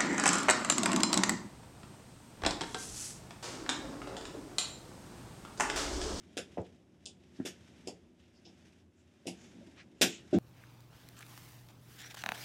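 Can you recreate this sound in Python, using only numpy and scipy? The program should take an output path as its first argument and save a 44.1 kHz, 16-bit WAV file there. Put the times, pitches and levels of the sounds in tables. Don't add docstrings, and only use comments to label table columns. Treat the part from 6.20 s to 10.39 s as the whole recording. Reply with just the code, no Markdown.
import sys
import numpy as np
from scipy import signal
from scipy.fft import rfft, irfft
from scipy.io import wavfile

SR = 44100
rng = np.random.default_rng(int(sys.argv[2]) if len(sys.argv) > 2 else 0)


def unload_audio(sound):
    columns = np.transpose(np.atleast_2d(sound))
    steps = np.round(np.clip(columns, -1, 1) * 32767)
    wavfile.write(sys.argv[1], SR, steps.astype(np.int16))


N = 184645
TIME = np.arange(N) / SR
BLOW_TIME = TIME[:SR // 2]


def from_db(db):
    return 10 ** (np.asarray(db) / 20)


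def rms_one(x):
    return x / np.sqrt(np.mean(x ** 2) + 1e-20)


def at_hz(points, hz):
    known, *columns = np.transpose(points)
    return [np.interp(np.log(hz), np.log(known), column) for column in columns]


def cut(x, hz, kind, order=2):
    sections = signal.butter(order, np.clip(hz, 10, .45 * SR), kind, fs=SR, output="sos")
    return signal.sosfilt(sections, x + 1e-18)


def resonate(x, hz, width):
    r = np.exp(-np.pi * width / SR)
    feedback = [1, -2 * r * np.cos(2 * np.pi * hz / SR), r * r]
    return signal.lfilter(np.array([1, 0, -1]) * (1 - r * r) / 2, feedback, x + 1e-18)


def coloured_noise(spectrum):
    hz = np.maximum(np.arange(N // 2 + 1) * SR / N, 1)
    inside = (hz >= spectrum[0][0]) & (hz <= spectrum[-1][0])
    eq = from_db(at_hz(spectrum, hz)[0]) * inside
    return rms_one(irfft(rfft(rng.standard_normal(N)) * eq, N))


def add(track, s, sound):
    start = round(s * SR)
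    track[start:start + len(sound)] += sound[:max(N - start, 0)]


def floor_rumble():
    # (time [s], level [dB])
    swells = [(0.0, -61), (0.29, -58), (0.72, -63.5), (1.61, -58.5), (2.04, -65), (2.41, -61.5),
              (2.77, -68), (3.05, -63.5), (3.24, -57.5), (3.88, -61), (4.06, -58.5), (4.19, -61)]
    # (frequency [Hz], relative level [dB])
    spectrum = [(15, -70), (25, -29), (37, -25), (50, -6), (70, 1), (151, -1.5), (183, 3.5), (293, -1.5),
                (368, -1), (440, -12), (509, -12.5), (560, -10), (1200, -27.5), (1560, -66), (2640, -120)]
    return from_db(np.interp(TIME, *np.transpose(swells))) * coloured_noise(spectrum)


def brushing():
    # (time [s], level [dB])
    strokes = [(0.0, -72.5), (0.34, -68), (0.63, -80.0), (1.1, -75.5), (1.16, -67), (1.36, -69),
               (1.66, -69), (1.95, -81.5), (2.0, -77.5), (2.33, -72), (2.59, -74), (2.69, -86), (2.79, -78),
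               (2.92, -77.5), (3.22, -67), (3.53, -70.0), (3.73, -78), (4.1, -67.5)]
    # (frequency [Hz], relative level [dB])
    spectrum = [(410, -95), (700, -10.5), (776, -10), (1100, -13), (1390, -8), (1520, -7), (2730, -7),
                (3770, -9), (4190, -15), (5500, -11), (8430, -19.5), (13400, -34.5), (15500, -49)]
    catches_per_s, catch_db, release_s = 35, 5.6, 0.012
    stroke_db = np.interp(TIME, *np.transpose(strokes))
    catches = (rng.random(N) < catches_per_s / SR) * rng.uniform(0, 1, N)
    grain_db = catch_db * signal.lfilter([1], [1, -np.exp(-1 / (release_s * SR))], catches + 1e-18)
    return from_db(stroke_db + grain_db) * coloured_noise(spectrum)


def room_tone():
    # (frequency [Hz], width [Hz], level [dB])
    drone_bands = [(82.9, 7.1, -69.5), (243.3, 10, -74)]
    # (frequency [Hz], relative level [dB])
    hiss_spectrum = [(20, 1), (700, -10.5), (1200, 10), (3000, 5.5), (4300, -10), (7500, 1), (12000, -6),
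                     (15700, -19.5)]
    drone, hiss_db = 0, -87
    for hz, width, db in drone_bands:
        band = resonate(rng.standard_normal(N + SR), hz, width)[SR:]
        drone += from_db(db) * rms_one(band)
    return drone + from_db(hiss_db) * coloured_noise(hiss_spectrum)


def padded_push(hz, width):
    t = BLOW_TIME
    push = np.sin(2 * np.pi * hz * t) * np.exp(-np.pi * width * t)
    push *= 1 - np.exp(-t * hz / 0.88)
    push = cut(push, 1.94 * hz, "low", order=4)
    push = cut(push, 0.37 * hz, "high", order=3)
    return push / np.abs(push).max()


def room(sound, wet_db):
    # (frequency [Hz], time to fall 60 dB [s], relative level [dB])
    reverb = [(100, 0.57, -4), (300, 0.31, -8), (880, 0.12, 4.5), (2590, 0.18, -3.5), (6000, 0.15, -4),
              (11000, 0.14, -2.5)]
    # (delay [s], gain [linear])
    reflections = [(.0031, 0.21), (.0068, 0.08), (0.011, 0.33), (0.0157, 0.11)]
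    late_db, late_t60_s, build_up_s = -31.5, 0.36, 0.0025
    hold = 1.134
    t, tail = BLOW_TIME, 0
    white = rng.standard_normal((2, len(t)))
    octave_edges = 62.5 * 2. ** np.arange(9)
    for k, band in enumerate(zip(octave_edges, octave_edges[1:])):
        t60, level_db = at_hz(reverb, np.sqrt(np.prod(band)))
        fade = from_db(-60 * (t / t60) ** hold) + from_db(late_db - 60 * t / late_t60_s)
        tail += from_db(level_db) * fade * cut(white[k % 2], band, "band")
    response = from_db(wet_db) * tail * (1 - np.exp(-t / build_up_s))
    response[0] += 1
    for delay, gain in reflections:
        response += gain * np.maximum(1 - np.abs(t - delay) * SR, 0)
    return signal.fftconvolve(sound, response)


def thuds():
    # (time [s],
    # level [dB], pitch [Hz], width [Hz], rebound [dB], knock [dB], boom send [dB], reverb send [dB])
    blows = [(0.1689, -29, 440, 255, -10, -15, -27.5, -26), (0.3726, -26.5, 534, 294, 1, -4, -21, -28.5),
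             (0.392, -36.5, 104.8, 41, -25, -31, -25, -50), (0.855, -54, 367, 400, 4.5, -2.5, -14.5, -26),
             (1.189, -41.5, 274, 127, 16, -3, -12.5, -36), (1.25, -33, 362, 266, -1, -8.5, -27.5, -29.5),
             (1.6717, -32, 408, 227, -1.5, -5.5, -26, -29), (2.255, -54.5, 322, 250, -17, -5, -11.5, -21.5),
             (3.055, -42, 452, 185, -11, -22, -73, -20), (3.068, -36, 317, 207, 0, -5, -11.5, -26),
             (3.355, -49.5, 253, 59, -15, -19, -33, -18), (3.41, -54.5, 563, 98, -14, -19, -18, -27),
             (3.469, -53.5, 320, 34, -3.5, -6.5, -33, -25), (3.8122, -19, 422, 332, -1, -4, -20.5, -28.5),
             (3.857, -31.5, 313, 150, -2.5, -22, -42, -38), (4.1268, -34, 602, 25, -12, -30, -40, -30),
             (4.1291, -21.5, 327, 127, 2.5, -28, -13, -21), (4.1551, -19, 206, 100, -8, -25, -17, -27)]
    # (frequency [Hz], relative level [dB], t60 [s])
    modes = [(180.1, 10.5, 0.27), (241, 11, 0.16), (267.6, 10.5, 0.085), (337.1, 9, 0.26), (385, -17, 0.9),
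             (468, -12, 0.094), (564, -21, 0.15), (700, -20.5, 0.11), (688, -15, 0.41), (758, -7, 0.27)]
    rebound_s, rebound_pitch_ratio, boom_attack_s = 0.0101, 0.864, 0.0075
    out, t = np.zeros(N), BLOW_TIME
    boom = sum(from_db(db - 60 * t / t60) * np.sin(2 * np.pi * hz * t) for hz, db, t60 in modes)
    boom *= 1 - np.exp(-t / boom_attack_s)
    knock = padded_push(hz=674, width=315)
    for s, level_db, hz, width, rebound_db, knock_db, boom_db, wet_db in blows:
        rebound = from_db(rebound_db) * padded_push(rebound_pitch_ratio * hz, width)
        rebound += from_db(knock_db) * knock
        add(out, s, from_db(level_db) * room(padded_push(hz, width), wet_db))
        add(out, s + rebound_s, from_db(level_db) * room(rebound, wet_db))
        add(out, s, from_db(level_db + boom_db) * boom)
    return out


def blade_contact(low_hz, top_hz, treble_db, chatter_s):
    # (frequency [Hz], width [Hz], relative level [dB])
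    modes = [(1241, 680, 12.5), (1696, 54, -2), (2282, 1000, 3.5), (2534, 62, 4), (2713, 140, 8),
             (3005, 68, 6), (3330, 430, 8), (3870, 63, -6.5), (4660, 290, 1.5), (5070, 710, 8.5),
             (5671, 280, -15), (6560, 810, 1), (7250, 190, -1.4), (8320, 420, -13), (9501, 670, -28),
             (13800, 1600, 1)]
    touches_per_s, chatter_gain, snap_gain, treble_hz = 7001, 0.38, 0.24, 4200
    t = BLOW_TIME[:SR // 10]
    touching = rng.random(len(t)) < touches_per_s / SR
    touches = chatter_gain * rng.choice([-1, 1], len(t)) * touching * np.exp(-t / chatter_s)
    touches[0] = 1
    ring = sum(from_db(db + treble_db * (hz > treble_hz)) * resonate(touches, hz, width)
               for hz, width, db in modes)
    snap = snap_gain * from_db(treble_db / 2) * touches
    crack = cut(ring + snap, low_hz, "high", order=6)
    crack = cut(crack, top_hz, "low", order=8)
    return crack / np.sqrt(np.sum(crack ** 2) / (.002 * SR))


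def clacks():
    # (time [s], level [dB], low cut [Hz], high cut [Hz], treble [dB],
    # chatter decay [s], graze lead [s], graze relative to the hit [dB], bounce gap [s],
    # loss per bounce [dB], reverb send [dB])
    hits = [(0.176, -34, 1610, 11400, -3, 0.0029, 0.0054, -3.5, .0052, 3, -26.5),
            (0.3769, -48, 860, 2480, -26, 0.0056, 0.005, -18, 0.0062, 7, -32.5),
            (0.8608, -38.5, 3390, 8840, -3.5, 0.00062, 0.0043, -6.5, 0.0026, 26, -24.5),
            (1.2002, -54.5, 1530, 1700, -6, 0.0029, .005, -17, 0.0044, 5, -29),
            (1.2555, -40.5, 1730, 12200, 0.5, 0.0026, .0036, -8, .0045, 3.3, -17.5),
            (1.6746, -39.5, 2300, 11200, 5.5, 0.00058, 0.0036, -21, 0.004, 4.5, -25.5),
            (2.2531, -54.5, 2950, 6200, -1, 0.0028, .004, -12, 0.004, 3, -20.5),
            (3.0706, -37.5, 2500, 11400, -1, 0.0025, 0.0042, -17, 0.0061, 4.5, -22.5),
            (3.8166, -16.5, 1670, 12900, -0.5, 0.0038, .0037, -14, 0.0051, 4.5, -23.5),
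            (4.1384, -47.5, 1400, 8100, -4.5, 0.005, .0075, -1, 0.0072, 23, -17)]
    bounces, gap_jitter, brighter_db, chatter_ratio = 3, .06, 2.5, 0.68
    out = np.zeros(N)
    for s, db, low_hz, top_hz, treble_db, chatter_s, lead_s, graze_db, gap_s, loss_db, wet_db in hits:
        graze = blade_contact(low_hz, top_hz, treble_db, chatter_s)
        add(out, s - lead_s, from_db(db + graze_db) * room(graze, wet_db))
        for k in range(bounces + 1):
            when = s + k * gap_s * (1 + gap_jitter * rng.uniform(-1, 1))
            decay_s = chatter_s * chatter_ratio ** k
            crack = blade_contact(low_hz, top_hz, treble_db + k * brighter_db, decay_s)
            add(out, when, from_db(db - k * loss_db) * room(crack, wet_db))
    return out


def swishes_and_tick():
    # (peak time [s], level [dB], swell half-width [s], band centre [Hz])
    bursts = [(0.418, -67, 0.0027, 7940), (0.456, -66.5, 0.007, 3000), (1.036, -74.5, 0.019, 3000),
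              (1.166, -66.5, 0.0069, 4630), (2.038, -74.5, .035, 2970), (2.173, -72, 0.019, 4970),
              (2.8, -78.5, 0.023, 7300), (3.237, -66.5, 0.047, 6650), (3.6, -54.5, 0.019, 1980),
              (3.915, -51, 0.052, 2850), (3.906, -52.5, 0.046, 7200)]
    out = np.zeros(N)
    for s, level_db, half_width_s, hz in bursts:
        band = resonate(rng.standard_normal(N), hz, width=990)
        softened = rms_one(cut(band, 6700, "low", order=4))
        swell = np.exp(-.5 * ((TIME - s) / half_width_s) ** 2)
        out += from_db(level_db) * softened * swell
    return out


def scene():
    return (clacks() + thuds() + swishes_and_tick() + floor_rumble() + brushing() + room_tone())[None]


def record(dry):
    low_cut_hz, high_cut_hz = 65, 15750
    thin = cut(dry, low_cut_hz, "high")
    return signal.sosfilt(signal.ellip(10, .1, 80, high_cut_hz, fs=SR, output="sos"), thin)


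dry = scene()
out = record(dry)
unload_audio(out)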